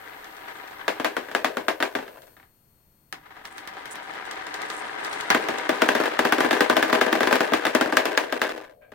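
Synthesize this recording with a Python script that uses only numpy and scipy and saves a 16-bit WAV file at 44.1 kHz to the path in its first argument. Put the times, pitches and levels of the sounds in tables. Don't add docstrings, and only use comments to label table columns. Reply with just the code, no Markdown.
import sys
import numpy as np
from scipy import signal
from scipy.fft import rfft, irfft, next_fast_len
from scipy.io import wavfile
from scipy.ndimage import uniform_filter1d

SR = 44100
rng = np.random.default_rng(int(sys.argv[2]) if len(sys.argv) > 2 else 0)


def inscribe(sig):
    pcm = np.round(np.clip(np.atleast_2d(sig).T, -1, 1) * 32767)
    wavfile.write(sys.argv[1], SR, pcm.astype(np.int16))


N = 394254
RING_S, CUTOFF_HZ = 0.4, 16000
TIME = np.arange(N) / SR
AGE = np.arange(int(RING_S * SR)) / SR
LEFT_RIGHT = np.array([[1], [-1]])
USUAL_CLACK_HZ = 1537
LOADED_FROM_S = 5.0

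# (time [s], blow level [dB], thud level [dB], clack pitch [Hz])
DROPS = [(0.8804, -2.5, -36.5, 1630), (0.999, -12, -28.5, 1290), (1.046, -3, -29, 1566),
         (1.1667, -9.5, -28, 1240), (1.2859, -26.5, -42, 1670), (1.3142, -19, -52.5, 1560),
         (1.3496, -3.5, -30, 1770), (1.4456, -1.5, -30, 1570), (1.5703, -10, -27, 1220),
         (1.6831, -1.5, -34, 1570), (1.8031, -10, -30, 1300), (1.8255, -2.5, -29.5, 1580),
         (1.9519, -9, -27.5, 1480), (1.9882, -20.5, -34.5, 1340), (2.026, -26, -44, 1800),
         (2.0794, -27.5, -54, 1770), (2.172, -37, -57, 1210), (2.2774, -46, -66, 1484),
         (5.3475, -4, -22, 1395), (5.4863, -10.5, -25.5, 1630), (5.6929, -5, -20.5, 1460),
         (5.8196, -1.5, -20.5, 1300), (5.8888, -2, -23.5, 1420), (5.9511, -6, -23, 1530),
         (6.0017, -12.5, -23, 1100), (6.0373, -11.5, -31, 1260), (6.0581, -11.5, -39.0, 1800),
         (6.1913, -3.5, -22.5, 1560), (6.2515, -6, -22, 1410), (6.3237, -2, -22.5, 1350),
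         (6.3834, -9.5, -22, 1680), (6.4055, -5, -24.5, 1360), (6.446, -15, -21.5, 1540),
         (6.5095, -5, -26, 1740), (6.5298, -6.5, -23.5, 1640), (6.6072, -2, -20, 1540),
         (6.6985, -3, -18.5, 1340), (6.7677, -2, -20, 1570), (6.827, -4, -24, 1640),
         (6.899, -13, -25, 1710), (6.9288, -3.5, -21.0, 1535), (6.9515, -9, -29, 2050),
         (7.0128, -2, -21.5, 1680), (7.065, -13, -24.5, 1600), (7.1281, -4, -21.5, 1310),
         (7.1534, -10, -23.5, 1590), (7.2066, -6.5, -23, 1440), (7.232, -7, -25, 1760),
         (7.2728, -5, -23.5, 1500), (7.3113, -12, -24, 1600), (7.3273, -2, -25, 1380),
         (7.356, -8, -38.5, 1520), (7.4063, -5.5, -21.5, 1300), (7.521, -18, -20.5, 1650),
         (7.536, -2, -23.5, 1550), (7.6526, -6.5, -27, 1610), (7.6675, -8, -27.5, 1570),
         (7.7502, -3.5, -19.5, 1420), (7.8111, -3.5, -20, 1170), (7.8593, -16.5, -26, 1150),
         (7.9248, -12.5, -24, 1510), (7.97, 0.5, -26, 1630), (8.0551, -5.5, -28.5, 1420),
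         (8.1756, -1.5, -31.5, 1680), (8.325, -11, -28.5, 1550), (8.417, -5, -32, 1640),
         (8.4381, -15.5, -36, 1730), (8.4926, -17, -48, 1590), (8.919, -46, -47, 1870)]
# (mode [Hz], relative level [dB], t60 [s])
BED_MODES = [(251.6, 9, 0.12), (316, 0, 0.28), (402.6, -1, 0.32), (485, -0.5, 0.17), (632, 7, 0.099),
             (1010, -3.5, 0.15), (1194, -1, 0.12), (1502, 7.5, 0.027), (1587, 2, 0.055), (1722, 6, 0.018),
             (2690, -7, 0.09)]
# (frequency [Hz], density [dB per Hz])
BED_COLOUR = [(53, -55.5), (90, -0.5), (145, -4.5), (255, -1.5), (345, -1.5), (544, -4.5), (977, -7),
              (1350, -13), (1610, -6.5), (2500, -15.5), (6580, -32), (16000, -43.5)]
# (frequency [Hz], density [dB per Hz])
TRACK_COLOUR = [(71, -64.5), (130, -16), (308, -7), (778, -4), (2080, -3), (2350, -9.5), (3500, -13),
                (6350, -26.5), (10000, -35.5), (15600, -56.5)]
# (frequency [Hz], density [dB per Hz])
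CRACK_COLOUR = [(1500, -9.5), (3000, 9.5), (5000, 6), (8000, -4), (12000, -6), (15500, -5)]
# (frequency [Hz], width [Hz], lift [dB])
TRACK_PEAKS = [(304, 44, 8), (421.5, 46, 6.5), (774, 60, 9.5), (965, 75, 7.5), (1229, 92, 6),
               (1618, 240, 5)]
# (frequency [Hz], correlation [-1..1])
BED_LIKENESS = [(250, 0.87), (450, 0.17), (630, -0.13), (950, 0), (1500, 0.74), (3000, 0.06)]
# (frequency [Hz], left minus right [dB])
BED_BALANCE = [(150, -2.5), (380, 4), (670, 8), (1290, 1.5), (2400, 3.5), (8000, 0.5), (15000, -10)]
BED_PLACE = (BED_LIKENESS, BED_BALANCE)
# (frequency [Hz], left minus right [dB])
TRACK_PLACE = ([(300, 0.87), (530, -0.18), (1400, 0.29), (2500, -0.15)], [(150, 2.5), (400, 3), (900, 1.5), (2000, 7.5), (4000, 0.5),
                                        (10000, -6.5)])
# (frequency [Hz], left minus right [dB])
ROOM_PLACE = ([(150, 0.88), (2000, .1)], [(150, 0.5), (4000, 4.05), (12000, 13)])


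def from_db(db):
    return 10 ** (np.asarray(db) / 20)


def rms_one(x):
    return x / np.sqrt(np.mean(x ** 2) + 1e-20)


def level(rows):
    return from_db(np.interp(TIME, *np.transpose(rows), left=-140, right=-140))


def at_hz(points, hz):
    f, value = np.transpose(points)
    return np.interp(np.log(hz + 1), np.log(f), value)


def fade(t60):
    return from_db(-60 * AGE / t60)


def drift(rate):
    knots = rng.standard_normal(int(N / SR * rate) + 2)
    return rms_one(np.interp(TIME * rate, np.arange(len(knots)), knots))


def add(out, s, sound):
    i = max(round(s * SR), 0)
    out[:, i:i + sound.shape[1]] += sound[:, :max(N - i, 0)]


def coloured(white, spectrum, place, peaks=()):
    n = white.shape[1]
    size = next_fast_len(n)
    hz = np.arange(size // 2 + 1) * SR / size
    lift = sum(db / (1 + (2 * (hz - f) / width) ** 2) for f, width, db in peaks)
    mid, side = rfft(white, size) * from_db(at_hz(spectrum, hz) + lift)
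    likeness, balance = place
    alike = np.clip(at_hz(likeness, hz), -0.7, 0.99)
    pair = mid + LEFT_RIGHT * side * np.sqrt((1 - alike) / (1 + alike))
    pair = pair * from_db(LEFT_RIGHT * at_hz(balance, hz) / 2)
    out = irfft(pair, size)[:, :n]
    return out / np.std(out.mean(axis=0))


def burst(spectrum, place, t60, peaks=()):
    return coloured(rng.standard_normal((2, len(AGE))), spectrum, place, peaks) * fade(t60)


def even_burst(spectrum, place, t60, even_hz=170):
    white = rng.standard_normal((2, len(AGE)))
    power = np.abs(rfft(white * fade(t60))) ** 2
    power = uniform_filter1d(power, max(round(even_hz * RING_S), 1))
    even = irfft(rfft(white) / np.sqrt(power), len(AGE))
    return coloured(even, spectrum, place) * fade(t60)


def shelf(x, kind, hz, gain_db):
    band = signal.sosfilt(signal.butter(1, hz, kind, fs=SR, output="sos"), x)
    return x + (from_db(gain_db) - 1) * band


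def small_body(x, edge_hz):
    return signal.sosfilt(signal.butter(4, edge_hz, "high", fs=SR, output="sos"), x + 1e-18)


def bumps(per_s, spread_db):
    sizes = from_db(spread_db * np.minimum(rng.exponential(1, (2, N)), 4))
    signs = rng.choice([-1, 1], (2, N))
    return sizes * signs * (rng.random((2, N)) < per_s / SR)


def reverberant(x, tail_db, t60):
    hold = from_db(-120 / (t60 * SR))
    energy = signal.lfilter([1 - hold], [1, -hold], np.mean(x ** 2, axis=0) + 1e-18)
    return x + from_db(tail_db) * np.sqrt(energy) * rng.standard_normal((2, N))


def knocks(per_s, t60, low_hz=300, high_hz=4200, range_db=12):
    out, age = np.zeros((2, N)), AGE[AGE < t60]
    for when, softness, angle, *spots in rng.random(size=(round(per_s * N / SR), 9)):
        hz = low_hz + (high_hz - low_hz) * np.array(spots)
        ring = np.cos(2 * np.pi * np.outer(hz, age)).sum(axis=0) * fade(t60)[:len(age)]
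        direction = [np.cos(2 * np.pi * angle), np.sin(2 * np.pi * angle)]
        add(out, when * N / SR, from_db(-range_db * softness) * np.outer(direction, ring))
    return rms_one(out)


def drops(modes_db=-25.0, ring_db=-15.0, early_db=-11.5, crack_db=6.0, treble_db=13.0):
    thud_edge_hz, usual_thud_db, thud_range_db = 740, -17, 14
    jolt_s, jolt_db = 0.0028, -8.5
    contact, body = np.zeros((2, 2, N))
    sides = from_db(LEFT_RIGHT / 2 * at_hz(BED_BALANCE, USUAL_CLACK_HZ))
    spread = 1 - np.exp(-AGE / 0.00048)
    for (s, blow_db, thud_db, clack_hz), late in zip(DROPS, rng.random(len(DROPS))):
        bright_db, _ = fill_at(s)
        thud_lift_db = np.clip(thud_db - blow_db - usual_thud_db, -thud_range_db, thud_range_db)
        ring = from_db(ring_db) * even_burst(BED_COLOUR, BED_PLACE, t60=0.18)
        ring = ring + from_db(modes_db) * bed_ring()
        ring = ring + from_db(early_db) * even_burst(BED_COLOUR, BED_PLACE, t60=0.028)
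        ring = shelf(ring, "low", thud_edge_hz, thud_lift_db)
        ring = shelf(ring, "high", hz=4930, gain_db=treble_db + 0.5 * bright_db)
        add(body, s, from_db(blow_db) * ring * spread)
        crack = from_db(bright_db + crack_db) * burst(CRACK_COLOUR, BED_PLACE, t60=0.0053)
        wall = sides * shelf(slap(clack_hz), "low", thud_edge_hz, thud_lift_db)
        add(contact, s, from_db(blow_db) * (crack + wall))
        if s > LOADED_FROM_S:
            knock_back = from_db(blow_db + jolt_db) * (crack + sides * slap(clack_hz))
            add(contact, s + jolt_s * (1 + 0.5 * late), knock_back)
    table = from_db(-20.5) * body
    return small_body(contact, edge_hz=202) + small_body(body, edge_hz=223) + table


def slap(clack_hz, follows=0.4, detune=0.036, vary_db=1.5, contact_s=0.0005, slap_db=0.58):
    # (mode [Hz], level [dB], t60 [s])
    wall_modes = [(323, -14, 0.018), (612, -21, .026), (790, -24, 0.011), (1246, -14, 0.021),
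                  (1597, -8.5, 0.02), (1922, -16.5, .022), (2835, -27.5, .02), (3460, -24, 0.036)]
    pitch, strength = 2 * rng.random((2, len(wall_modes))) - 1
    shifts = (clack_hz / USUAL_CLACK_HZ) ** follows * (1 + detune * pitch)
    swings = 0
    for (hz, db, t60), shift, more_db in zip(wall_modes, shifts, vary_db * strength):
        swing = np.cos(2 * np.pi * hz * shift * (AGE - contact_s))
        swings = swings + from_db(db + more_db) * fade(t60) * swing
    return -from_db(slap_db) * swings * np.minimum(AGE / contact_s, 1) ** 2


def bed_ring(vary_db=3.0):
    out, sides = 0, LEFT_RIGHT / 2
    for hz, db, t60 in BED_MODES:
        phase = sides * np.arccos(np.clip(at_hz(BED_LIKENESS, hz), -1, 1))
        spot_db = vary_db * (2 * rng.random() - 1.5)
        strength = rng.choice([-1, 1]) * from_db(db + spot_db + sides * at_hz(BED_BALANCE, hz))
        out = out + strength * fade(t60) * np.sin(2 * np.pi * hz * AGE + phase)
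    return out


def fill_at(s):
    # (from [s], crack of a blow [dB], rattle after a blow [dB])
    bed_fill = [(0, -24, -39), (5.0, -21, -27.5), (7.6, -19.5, -29.5)]
    return [row[1:] for row in bed_fill if row[0] <= s][-1]


def grazes(min_s=0.0014, spread_s=0.0024, graze_db=-28.5):
    out = np.zeros((2, N))
    for (s, blow_db, *_), early in zip(DROPS, rng.random(len(DROPS))):
        if s > LOADED_FROM_S:
            tick = burst(CRACK_COLOUR, BED_PLACE, t60=0.014)
            add(out, s - min_s - spread_s * early, from_db(blow_db + graze_db) * tick)
    return out


def bed_roll(roll_db=0.0, mode_width_hz=24, mode_lift_db=8.5, slowing=1.94, follows=0.37):
    roll_out_s, roll_out_follows = 0.38, 0.11
    power = np.zeros((1, N))
    for s, blow_db, *_ in DROPS:
        _, rattle_db = fill_at(s)
        roll_s = roll_out_s * from_db(roll_out_follows * blow_db)
        speed = np.linspace(1, 0, int(roll_s * SR))[None] ** slowing
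        add(power, s, (from_db(rattle_db + follows * blow_db) * speed) ** 2)
    peaks = [(hz, mode_width_hz, mode_lift_db) for hz, _, _ in BED_MODES]
    grain = rms_one(reverberant(bumps(per_s=150, spread_db=2.5), tail_db=6.5, t60=0.027))
    clacks = from_db(-10.5) * knocks(per_s=80, t60=0.014)
    rattle = coloured(grain + clacks, BED_COLOUR, BED_PLACE, peaks)
    rattle = small_body(shelf(rattle, "high", hz=4200, gain_db=4.5), edge_hz=327)
    return from_db(roll_db + drift(40)) * np.sqrt(power) * rattle


def last_marble(slowing_db_per_s=19.5, edge_s=0.011):
    # (start [s], stop [s], level at the start [dB])
    roll_rows = [(1.394, 2.298, -41.5), (7.882, 8.916, -39.5)]
    spectrum = [(300, -38), (440, -2.0), (530, 6.0), (680, 2.0), (1200, -50.5)]
    drone = coloured(bumps(per_s=2700, spread_db=-3.5), spectrum, BED_PLACE)
    gain = 0
    for start, stop, db in roll_rows:
        rolling = np.clip(np.minimum(TIME - start, stop - TIME) / edge_s, 0, 1)
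        gain = gain + rolling * from_db(db - slowing_db_per_s * np.maximum(TIME - start, 0))
    return drone * gain


def rub(start_s=8.812, rub_db=-51.5, attack_s=0.018, t60_s=0.28):
    spectrum = [(300, -46), (1000, 8), (3200, -2), (7000, -39)]
    peaks = [(1600, 150, 19), (2330, 290, 16)]
    sing = coloured(bumps(per_s=1200, spread_db=-1.0), spectrum, BED_PLACE, peaks)
    envelope = np.zeros((1, N))
    add(envelope, start_s, (np.minimum(AGE / attack_s, 1) * fade(t60_s))[None])
    return from_db(rub_db) * envelope * sing


def track_traffic(run_s=2.227, speed_up_s=0.52, push_speed=0.088):
    # (first marble lands [s], last marble lands [s], marbles [count, rounded], level of one [dB])
    batches = [(0.865, 1.7, 12, -54), (5.355, 8.382, 34.8, -46.5)]
    power = np.zeros(N)
    age = np.arange(int(run_s * SR)) / SR
    speed = 1 - (1 - push_speed) * np.exp(-age / speed_up_s)
    for first_s, last_s, marbles, db in batches:
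        for lands in (np.linspace(first_s, last_s, round(marbles)) * SR).astype(int):
            power[max(lands - len(age), 0):lands] += (from_db(db) * speed[-lands:]) ** 2
    return np.sqrt(power)


def track_roll(traffic, sway_db=1.0):
    grain = rms_one(reverberant(bumps(per_s=1200, spread_db=2.0), tail_db=-2.0, t60=0.06))
    rattle = from_db(-11.5) * knocks(per_s=130, t60=0.018)
    rumble = coloured(grain + rattle, TRACK_COLOUR, TRACK_PLACE, TRACK_PEAKS)
    return rumble * traffic * from_db(sway_db * drift(60))


def grind(traffic, catch_db=7.5, along_db=-31.0):
    # (middle [s], length [s], level [dB])
    scrape_rows = [(3.524, 0.18, -58), (3.92, 0.096, -53), (4.903, 0.75, -61)]
    spectrum = [(3000, -19.0), (8900, 7.5), (12000, -13.5)]
    scrape = coloured(bumps(per_s=600, spread_db=2.5), spectrum, TRACK_PLACE)
    pressure = from_db(along_db) * traffic[None]
    for s, length, db in scrape_rows:
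        swell = np.sin(np.linspace(0, np.pi, int(length * SR)))[None]
        add(pressure, s - length / 2, from_db(db) * swell)
    return scrape * pressure * from_db(catch_db * np.minimum(drift(71), 1))


def clink(room_db=-15.0):
    # (frequency [Hz], density [dB per Hz])
    glass_colour = [(1500, -22), (3500, 4.5), (8000, -4), (12000, -14.5)]
    tick = burst(glass_colour, TRACK_PLACE, t60=0.014)
    return tick + from_db(room_db) * burst(glass_colour, TRACK_PLACE, t60=0.22)


def clinks(traffic, clear_db=-6.0, track_db=-10.0, jostle_db=-6.5):
    # (time [s], level [dB])
    clink_rows = [(0.244, -37), (0.367, -39), (0.6759, -40), (2.2194, -42.5), (2.27, -50), (4.1374, -40),
                  (4.254, -38), (4.312, -26.5), (4.4674, -32), (4.5417, -24.5), (4.6176, -27),
                  (4.7007, -23), (5.0474, -23.5), (5.129, -24), (5.209, -24), (5.585, -24.5)]
    out = np.zeros((2, N))
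    for s, peak_db in clink_rows:
        answer = from_db(track_db) * burst(TRACK_COLOUR, TRACK_PLACE, t60=0.13, peaks=TRACK_PEAKS)
        add(out, s, from_db(peak_db) * (from_db(clear_db) * clink() + answer))
    for when, softer_db in rng.uniform([0, 0], [1, 10], size=(170, 2)):
        i = int(when * N)
        add(out, i / SR, traffic[i] * from_db(jostle_db - softer_db) * clink())
    return out


def taps(knock_db=-20.0, crack_db=-8.0, room_db=-14.0, thump_db=-32.5):
    # (time [s], level [dB], ring of the track [dB re level])
    tap_rows = [(0.481, -35.5, -2), (2.367, -37.5, -16), (2.399, -39.5, -18), (2.429, -40.5, -16),
                (3.126, -22, -16), (3.258, -37, -13), (3.306, -39.5, -8), (3.367, -37.5, -7.5),
                (3.453, -25.5, -21), (3.581, -25.5, -24), (3.6748, -24.5, -17), (3.735, -34, -19),
                (3.769, -34.5, -5.5), (3.8563, -25.5, -19), (3.9561, -25, -22), (4.153, -32.5, -8),
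                (5.3029, -8, -8)]
    # (frequency [Hz], density [dB per Hz])
    thump_colour = [(35, -18.5), (100, -14), (300, -3), (700, -64.5)]
    firm_tap_db, crack_loss_per_db = -31.0, 3.0
    out = np.zeros((2, N))
    for s, peak_db, ring_db in tap_rows:
        soft_db = crack_loss_per_db * max(firm_tap_db - peak_db, 0)
        knock = from_db(knock_db) * burst(TRACK_COLOUR, TRACK_PLACE, t60=0.15, peaks=TRACK_PEAKS)
        knock = shelf(knock, "high", hz=2610, gain_db=7.0 - 0.5 * soft_db)
        ring = from_db(ring_db) * burst(TRACK_COLOUR, TRACK_PLACE, t60=0.2, peaks=TRACK_PEAKS)
        tick = burst(CRACK_COLOUR, TRACK_PLACE, t60=0.009)
        room = from_db(room_db) * burst(CRACK_COLOUR, TRACK_PLACE, t60=0.14)
        crack = from_db(crack_db - soft_db) * (tick + room)
        thump = from_db(thump_db) * burst(thump_colour, ROOM_PLACE, t60=0.5)
        clack = small_body(slap(clack_hz=2050), edge_hz=930)
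        add(out, s, from_db(peak_db) * (knock + ring + crack + thump + clack))
    return out


def background(air_db=-65, whine_pan_db=12.5, waver_hz=2.0):
    # (frequency [Hz], density [dB per Hz])
    air_colour = [(20, -7), (118, -4.5), (286, -13), (4000, -41.5), (5200, -75)]
    # (frequency [Hz], density [dB per Hz])
    hiss_colour = [(1000, 7.5), (4000, -1.5), (11500, 0), (13500, -4.5), (15000, 3.5)]
    # (time [s], level [dB])
    electronics_rows = [(0, -60), (2.28, -61), (2.48, -68), (8.94, -75.5)]
    # (frequency [Hz], level before panning [dB re hiss])
    whine_partials = [(4330, -21.5), (8660, -19.5), (12990, -9)]
    air = from_db(air_db) * coloured(rng.standard_normal((2, N)), air_colour, ROOM_PLACE)
    hiss = coloured(rng.standard_normal((2, N)), hiss_colour, ROOM_PLACE)
    waver = np.cumsum(waver_hz * drift(30)) / SR
    whine = 0
    for hz, db in whine_partials:
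        whine = whine + from_db(db) * np.sqrt(2) * np.sin(2 * np.pi * (hz * TIME + waver))
    return air + level(electronics_rows) * (hiss + whine * from_db(LEFT_RIGHT * whine_pan_db))


def scene():
    traffic = track_traffic()
    truck = drops() + grazes() + bed_roll() + last_marble() + rub()
    track = track_roll(traffic) + grind(traffic) + clinks(traffic) + taps()
    return truck + track + background()


def record(dry):
    low_pass = signal.ellip(10, 0.1, 80, CUTOFF_HZ, fs=SR, output="sos")
    return signal.sosfilt(low_pass, np.clip(dry, -1, 1))


dry = scene()
out = record(dry)
inscribe(out)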